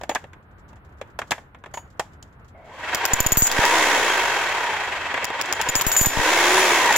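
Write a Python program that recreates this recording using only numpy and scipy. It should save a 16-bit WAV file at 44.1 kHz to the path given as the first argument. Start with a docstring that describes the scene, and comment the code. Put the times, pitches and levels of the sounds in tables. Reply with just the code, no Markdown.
"""Broken concrete and a steel chisel knock together over light wind; then a hammer drill winds up twice.
Each knock is a damped resonance of stone, and the jogged chisel rings in its own modes.
The motor's rattle, hiss and tones all follow one shaft speed. In two runs of blows the striker
hits the bit and the steel rings; after each run the motor whirrs free.
Low microphone thumps, each mostly on one side, come during and just after the hammering."""
import sys
import numpy as np
from scipy import signal
from scipy.fft import rfft, irfft
from scipy.io import wavfile
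from scipy.ndimage import uniform_filter1d

SR = 44100
rng = np.random.default_rng(int(sys.argv[2]) if len(sys.argv) > 2 else 0)


def file_out(sig):
    """Save sig as 16-bit WAV at sys.argv[1]."""
    # one column per channel
    cols = np.atleast_2d(sig).T
    # limit, then scale
    lim = np.clip(cols, -1, 1)
    pcm = np.round(lim * 32767).astype(np.int16)
    wavfile.write(sys.argv[1], SR, pcm)


N = 307377
TIME = np.arange(N) / SR
IMPACT_TIME = np.arange(SR // 4) / SR


def gain_of(db):
    """Decibels to amplitude."""
    return 10 ** (np.asarray(db) / 20)


def unit_rms(x):
    """Normalisation to rms 1."""
    return x / np.sqrt(np.mean(x ** 2) + 1e-20)


def at_hz(points, hz):
    """Interpolation of a spectrum on a log-frequency axis."""
    f, value = np.transpose(points)
    return np.interp(np.log(hz + 1), np.log(f + 1), value)


def add(mix, s, sound):
    """Superposition of a stereo sound starting at s seconds."""
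    part = mix[:, round(s * SR):][:, :sound.shape[1]]
    part += sound[:, :part.shape[1]]


def wobble(span_s):
    """Random fluctuation of rms 1, smoothed over span_s."""
    size = max(round(span_s * SR), 2)
    return unit_rms(uniform_filter1d(uniform_filter1d(rng.standard_normal(N), size), size))


def resonance(modes, hz):
    """Summed response of resonators (frequency [Hz], bandwidth [Hz], level [dB])."""
    return sum(gain_of(db) / np.sqrt(1 + (2 * (hz - f) / width) ** 2) for f, width, db in modes)


def spectrum(points):
    """Amplitude response of a level table, as a function of frequency."""
    return lambda hz: gain_of(at_hz(points, hz))


# Likeness of drill and rubble at the two microphones: (frequency [Hz], correlation [-1..1])
SOURCE_COHERENCE = [(60, 0.17), (180, 0.92), (550, 1), (1650, 0.77), (4970, 0.019), (15000, 0.05)]

def noise(length, colour, coherence=SOURCE_COHERENCE):
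    """Partially coherent stereo noise of rms 1, shaped by colour(hz)."""
    hz = np.fft.rfftfreq(length, 1 / SR)
    left, independent = rfft(rng.standard_normal((2, length)))
    shared = np.clip(at_hz(coherence, hz), -1, 1)
    right = shared * left + np.sqrt(1 - shared ** 2) * independent
    return unit_rms(irfft(colour(hz) * np.array([left, right]), length))


# Wind over distant hush: (frequency [Hz], relative level [dB])
WIND_SPECTRUM = [(12, -54), (20, -9.5), (82, 3.5), (244, -10.5), (535, -15), (1510, -14.5), (4050, -41.5),
                 (7100, -67), (8650, -53.5), (15200, -49), (16500, -72)]
# Its likeness at the two microphones: (frequency [Hz], correlation [-1..1])
WIND_COHERENCE = [(60, 0.97), (380, 0.85), (2380, -0.38), (15000, 0.27)]
# Its balance: (frequency [Hz], left minus right [dB])
WIND_BALANCE = [(60, 0.5), (380, 0.5), (2380, -1), (15000, 3)]

def wind(level_db=-48.5):
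    """Turbulence: low broadband noise, amplitude-modulated by light gusts."""
    hush = noise(N, spectrum(WIND_SPECTRUM), WIND_COHERENCE)
    balance_db = at_hz(WIND_BALANCE, np.fft.rfftfreq(N, 1 / SR))
    hush = irfft(rfft(hush) * gain_of([balance_db / 2, -balance_db / 2]), N)
    gusts_db = 1.5 * wobble(.03) + .5 * wobble(.3)
    return gain_of(level_db + gusts_db) * hush


# Body of the stone: (frequency [Hz], relative level [dB])
STONE_SPECTRUM = [(88, -54.5), (150, -11.5), (652, -1), (985, -0.5), (1370, -8), (1710, -2), (2720, -7.5),
                  (3040, -15.5), (3350, -8.5), (4000, -22), (5200, -62), (8800, -120)]
# Grit at the contact: (frequency [Hz], relative level [dB])
GRIT_SPECTRUM = [(1760, -35), (3000, -4), (4260, -7), (6480, -5.5), (7320, -2.5), (8500, -15.5),
                 (15100, -20.5), (16500, -35)]
# Knocks of bit and rubble: (time [s], relative level [dB], body resonance [Hz], grit re body [dB])
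RUBBLE_KNOCKS = [(.012, -21.5, 581, -13), (.034, -15.5, 724, -11.5), (.093, -6, 666, -10),
                 (0.112, -12.5, 616, -26), (0.149, -12.5, 891, 0), (.156, -6, 1650, -21),
                 (.24, -24, 546, -19), (.332, -28.5, 1560, -13.5), (.73, -36, 900, -15.5),
                 (.765, -37.5, 800, -18), (1.013, -16.5, 520, -16), (1.189, -10, 1080, -8.5),
                 (1.216, -15, 1390, -18), (1.308, -10, 750, 1), (1.317, -1.5, 1780, -11),
                 (1.38, -22.5, 706, -18), (1.546, -28, 1230, -21), (1.638, -24, 1220, -21),
                 (1.659, -23, 501, -19), (1.74, -17, 930, -10), (1.772, -15, 900, -20),
                 (1.995, -5, 860, -7.5), (2.226, -40.5, 603, 10.5), (2.909, -25, 970, -33),
                 (5.141, -4, 1810, -18), (5.175, -8, 1960, -20), (5.302, -9, 890, -19),
                 (5.458, -26, 877, 5)]

def knocks(t60_s=0.047):
    """Impact excitation: stone answers with a gritty burst around a heavily damped resonance."""
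    out, t = np.zeros((2, N)), IMPACT_TIME
    fall_db = -60 * t / t60_s
    scatter = 0.059 * gain_of(-60 * t / 0.25)  # off the rubble and ground
    for s, db, body_hz, grit_db in RUBBLE_KNOCKS:
        stone = lambda hz: spectrum(STONE_SPECTRUM)(hz) * (1 + 2.54 * resonance([(body_hz, 180, 0)], hz))
        body = noise(len(t), stone) * (gain_of(fall_db) + scatter) * np.minimum(t / 0.0018, 1)
        grit = noise(len(t), spectrum(GRIT_SPECTRUM)) * (gain_of(1.48 * fall_db) + scatter)
        add(out, s, gain_of(db - 9) * (body + gain_of(grit_db) * grit) * np.minimum(t / 0.00089, 1))
    return out


def crumbs(per_second=16, level_db=-73):
    """A Poisson process: crumbs tick faintly, each a decaying burst of grit."""
    ticks = gain_of(12 * rng.random(N)) * (rng.random(N) < per_second / SR)
    envelope = signal.oaconvolve(ticks, gain_of(-60 * IMPACT_TIME / 0.095))[:N]
    return gain_of(level_db) * noise(N, spectrum(GRIT_SPECTRUM)) * envelope


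# Chisel modes, the main pair first: (frequency [Hz], level struck end-on [dB], level jogged [dB])
CHISEL_MODES = [(6780, 0, 0), (7040, 0, -14), (3000, -30, -11), (4700, -26, -18), (9200, -25, -16),
                (9960, -23, -24), (11800, -25, -18), (13870, -5, -26), (15600, -25, -26)]

def steel(t, modes_db):
    """Normal modes of a bar, fluttering in level as the bit chatters in the chuck."""
    hz = np.transpose(CHISEL_MODES)[0]
    phase = 2 * np.pi * (hz[:, None] * t + rng.random((2, len(hz), 1)))
    flutter = unit_rms(uniform_filter1d(rng.standard_normal((len(hz), len(t))), size=30))
    return (gain_of(modes_db[:, None] + 3.4 * flutter) * np.sin(phase)).sum(1)


# Sideways jolts of the loose bit: (time [s], level [dB])
BIT_JOGS = [(.093, -34), (1.738, -35), (1.772, -40)]

def jogs(t60_s=0.16):
    """Free vibration: the jogged bit rings and decays exponentially."""
    out, t = np.zeros((2, N)), IMPACT_TIME
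    sideways_db = np.transpose(CHISEL_MODES)[2]
    for s, db in BIT_JOGS:
        add(out, s, gain_of(db - 60 * t / t60_s) * steel(t, sideways_db) * np.minimum(t / 0.00067, 1))
    return out


START_S = 2.545
TAKE_UP_S = [START_S, START_S + 0.35]  # the gears take up their slack
# Bands of the windings: (frequency [Hz], bandwidth [Hz], relative level [dB])
WINDING_BANDS = [(647, 250, 6), (2130, 140, 1)]

def growl(length_s=0.28, level_db=-49):
    """Forced vibration: the windings growl in two narrow bands at switch-on."""
    out, t = np.zeros((2, N)), np.arange(round(length_s * SR)) / SR
    onset = np.minimum(t / 0.008, 1) * (1 + 0.96 * np.exp(-t / 0.0071))
    fade = np.minimum((length_s - t) / .1, 1)
    bands = noise(len(t), lambda hz: resonance(WINDING_BANDS, hz) ** 2)
    add(out, START_S, gain_of(level_db) * onset * fade * bands)
    return out


# Housing resonances: (frequency [Hz], bandwidth [Hz], relative level [dB])
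HOUSING_MODES = [(515, 31, -30), (949, 51, -6), (1593, 10, -23), (1902, 16, -4), (2198, 65, -10),
                 (2630, 64, -6.5), (3220, 22, 0.5)]
# Tooth rattle: (frequency [Hz], relative level [dB])
RATTLE_SPECTRUM = [(88, -72), (150, -31.5), (362, -8), (477, -7.5), (986, -5.5), (1360, -9), (1540, -3.5),
                   (4270, -19.5), (6000, -27), (7800, -26), (13200, -120)]
# Tones of the drive: gear mesh orders, and the commutator at order 12.9: (order [multiple of shaft speed],
# relative level [dB])
DRIVE_ORDERS = [(2, -14), (3.22, -5), (6.44, -4), (12.9, -6)]

def gears(speed, turns):
    """Source and filter: tooth rattle, mesh tones and a commutator tone excite the resonances of the housing."""
    # the piston squeezes its air cushion just before each blow, and the gears go slack after it
    load = sum(np.exp(-((TIME - s + .012) / .007) ** 2) - .6 * np.exp(-((TIME - s - .022) / .012) ** 2)
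               for s, *_ in STRIKER_BLOWS)
    housing = lambda hz: spectrum(RATTLE_SPECTRUM)(hz) * (1 + 2.66 * resonance(HOUSING_MODES, hz))
    out = noise(N, housing) * gain_of(3.45 * load)
    bass = signal.sosfiltfilt(signal.butter(2, 520, fs=SR, output="sos"), out)
    out += (speed / 260 - 1) * bass  # the low end builds up with speed
    lead_db = np.interp(TIME, TAKE_UP_S, [20, 0])  # at first the tones lead the rattle
    for order, db in DRIVE_ORDERS:
        tone = np.sin(2 * np.pi * order * turns + 1.43 * wobble(0.0073))
        swell = housing(order * speed) * (.5 + resonance(HOUSING_MODES, order * speed))
        out += gain_of(db + lead_db + 9 * load + 3 * wobble(.02)) * swell * tone
    return out


TOP_SPEED = 378  # rev/s
# Fan noise: (frequency [Hz], relative level [dB])
FAN_SPECTRUM = [(2060, -13), (3500, 7), (4280, 0.5), (7010, 5), (8850, -10), (9820, -4.5), (15200, -14),
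                (16200, -9), (16500, -59)]
# Commutator tones: (order [multiple of shaft speed], relative level [dB])
COMMUTATOR_ORDERS = [(26, -13), (39, -21)]

def fan_and_commutator(speed, turns):
    """Turbulent flow hisses; periodic contact with the commutator bars whines at shaft harmonics."""
    out = noise(N, spectrum(FAN_SPECTRUM))
    for order, db in COMMUTATOR_ORDERS:
        tone = np.sin(2 * np.pi * order * turns + 0.4 * wobble(0.003))
        sweep_db = 50 * np.log10(speed / TOP_SPEED) + .5 * at_hz(FAN_SPECTRUM, order * speed)
        out += gain_of(db + sweep_db + 4 * wobble(.015)) * tone
    return out


def shaft_hum(speed, turns):
    """Rotating unbalance: one cycle a turn, growing steeply with speed."""
    hum_db = -22.5 + 150 * np.log10(speed / TOP_SPEED) + wobble(.015)
    return gain_of(hum_db) * np.sin(2 * np.pi * turns)


# Armature rotation: (time [s], speed [rev/s])
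SHAFT_SPEED = [(2.5, 12), (2.77, 88), (3.0, 118), (3.17, 175), (3.45, 235), (3.6, 277), (3.78, 330),
               (4.0, 273), (4.5, 169), (5.0, 97), (5.33, 73), (5.84, 196), (6.2, 296), (6.4, 342),
               (6.55, 372), (6.62, 378), (6.85, 305), (6.97, 275)]
# Runs of blows: (start [s], end [s], rattle dip at the end [dB], first chisel mode re second [dB])
HAMMER_RUNS = [(3.034, 3.436, -12, -10.5), (5.377, 6.093, -8.5, -13.5)]

def motor(reference_speed=330, recovery_s=0.17):
    """Power laws tie rattle and hiss to shaft speed; both dip during each run of blows, then recover."""
    speed = np.interp(TIME, *np.transpose(SHAFT_SPEED))
    turns = np.cumsum(speed) / SR
    speed_db = 20 * np.log10(speed / reference_speed)
    # the layshaft and the crank load the teeth unevenly; loose teeth chatter at random
    beat_db = 1.77 * np.cos(2 * np.pi * turns / 4.6) + 0.5 * np.cos(2 * np.pi * turns / 12.3)
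    beat_db += 0.46 * wobble(0.0012)
    dip_db = np.interp(TIME, TAKE_UP_S, [-36.5, 0])  # a soft start
    for start, end, db, _ in HAMMER_RUNS:
        dip_db += np.interp(TIME, [start, end, end + recovery_s], [0, db, 0])
    rattle_db = -18 + 0.85 * speed_db + dip_db + beat_db
    hiss_db = -25.5 + 2.04 * speed_db + 0.68 * dip_db + beat_db
    rattle = gears(speed, turns) * gain_of(rattle_db)
    hiss = fan_and_commutator(speed, turns) * gain_of(hiss_db)
    out = shaft_hum(speed, turns) + hiss + rattle * gain_of(0.45 * wobble(0.023))
    return out * np.clip((TIME - START_S) / 0.018, 0, 1)


# Crack of a blow: (frequency [Hz], relative level [dB])
CRACK_SPECTRUM = [(180, -0.5), (300, -2.5), (1720, 5), (3470, 2), (4310, -7.5), (4850, 4.5), (7260, -2),
                  (9020, -9.5), (14200, -9), (16500, -8)]
# Blows: (time [s], crack level [dB], ring level [dB], free ringing [s], gain of modes above 8 kHz [dB])
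STRIKER_BLOWS = [(2.947, 3, -20, 0.0064, 8), (3.053, -1, -17, 0.0071, 11), (3.134, -3.5, -8.5, 0.0086, 4),
                 (3.203, -6, -10, 0.0075, 7), (3.264, -2, -8.5, 0.0081, 5), (3.320, -0.5, -9, 0.014, 4),
                 (3.371, -7, -12, 0.045, 8), (3.420, -8, -8.5, 0.076, 0), (3.469, -0.5, -9, 0.01, 0),
                 (3.515, -3, -23, 0.016, 4), (3.653, 0.5, -27, .005, -20), (5.244, -3.5, -28, 0.0068, -7),
                 (5.413, -5.5, -22, 0.0068, -18), (5.526, -2, -13.5, 0.0045, -14),
                 (5.614, -3, -18, 0.0048, 4), (5.688, -1.5, -18, 0.016, 2), (5.754, 2, -14.5, 0.051, 6),
                 (5.811, -1, -16, 0.013, 7.5), (5.866, -8, -18, 0.043, 9), (5.917, -5, -17, 0.042, 10),
                 (5.965, -5, -8.5, 0.058, 3.5), (6.012, -2, -13, 0.043, 4), (6.059, -4, -10.5, 0.0084, 5),
                 (6.068, -27, -21, 0.079, 1), (6.926, -2, -23, 0.0063, -20), (6.962, -1, -15, .012, 11)]

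def blows(bounce_s=.009, rebound_s=.023, left_bias_db=2.1):
    """Impact and contact damping: a crack, steel ringing until the stone damps it, and a rebound tick."""
    out, t = np.zeros((2, N)), IMPACT_TIME
    hz, struck_db, _ = np.array(CHISEL_MODES, float).T
    pan = gain_of([[left_bias_db / 2], [-left_bias_db / 2]])
    rebound = (t > rebound_s) * np.exp(-(t - rebound_s) / 0.036)
    for s, crack_db, ring_db, free_s, high_db in STRIKER_BLOWS:
        free = 1 / (1 + np.exp(np.clip((t - free_s) / 0.00061, -50, 50)))  # 1 ringing, 0 damped
        envelope = gain_of(-60 * t / .004) + .2 * gain_of(-60 * t / .03)
        envelope += .4 * (t > bounce_s) * gain_of(-60 * abs(t - bounce_s) / .006)  # the striker bounces
        envelope += 0.1 * np.maximum(free, t < .01) * gain_of(-60 * t / 0.04)
        envelope += 0.035 * (t > rebound_s) * gain_of(-60 * abs(t - rebound_s) / 0.022)
        crack = envelope * noise(len(t), spectrum(CRACK_SPECTRUM))
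        crack *= gain_of(crack_db) / abs(crack).max()
        pair_db = min(HAMMER_RUNS, key=lambda run: abs(run[1] - s))[-1]  # from the nearest run
        modes_db = struck_db + high_db * (hz > 8000)
        modes_db[:2] += [pair_db / 2, -pair_db / 2]
        damped_db = (-24 + 11 * rebound) * (1 - free) - 60 * np.maximum(t - free_s, 0) / 0.96
        ring = gain_of(ring_db - 7.5 - 60 * t / 0.25 + damped_db) * steel(t, modes_db)
        add(out, s, (crack + ring) * np.minimum(t / 0.00038, 1) * pan)
    return out


# Low microphone thumps: (time [s], level [dB], side [0 left, 1 right])
MICROPHONE_THUMPS = [(3.133, -9, 1), (3.203, -10, 1), (3.261, -9, 0.92), (3.321, -9.5, 0.95),
                     (3.372, -5, 0.79), (3.422, -5.5, 0.87), (3.589, -6.5, 0.81), (5.692, -16.5, 0.79),
                     (5.758, -14.5, 0.77), (5.866, -10, 0.041), (6.012, -5.5, 0.79), (6.068, -6.5, 0.79),
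                     (6.171, -11, 0.048), (6.192, -14, 0)]

def thumps(drop_s=0.0031, spill_db=-17):
    """Transient response: the capsule kicks up, drops, and its bias relaxes slowly."""
    out, t = np.zeros((2, N)), np.arange(SR // 2) / SR
    kick = np.exp(-((t - .0012) / 0.00038) ** 2)
    progress = np.maximum(t - .002, 0) / drop_s
    drop = 3.9 * progress * np.exp(-2 * progress)
    bias = 0.22 * np.minimum(progress, 1) * np.exp(-t / 0.037)
    for s, db, side in MICROPHONE_THUMPS:
        add(out, s, gain_of(db + spill_db * np.array([[side], [1 - side]])) * (kick - drop - bias))
    return signal.sosfilt(signal.butter(1, .4, "high", fs=SR, output="sos"), out)


def scene():
    """Linear superposition of all sources at the microphones."""
    return motor() + blows() + knocks() + jogs() + crumbs() + wind() + thumps() + growl()


def record(dry):
    """Soft saturation rounds off the highest peaks; a low-pass filter limits the band."""
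    ceiling, edge_hz = .9, 16000
    limited = ceiling * np.tanh(dry / ceiling)
    lowpass = signal.firwin(255, edge_hz, window=("kaiser", 8), fs=SR)
    return signal.oaconvolve(limited, lowpass[None], "same")


dry = scene()
out = record(dry)
file_out(out)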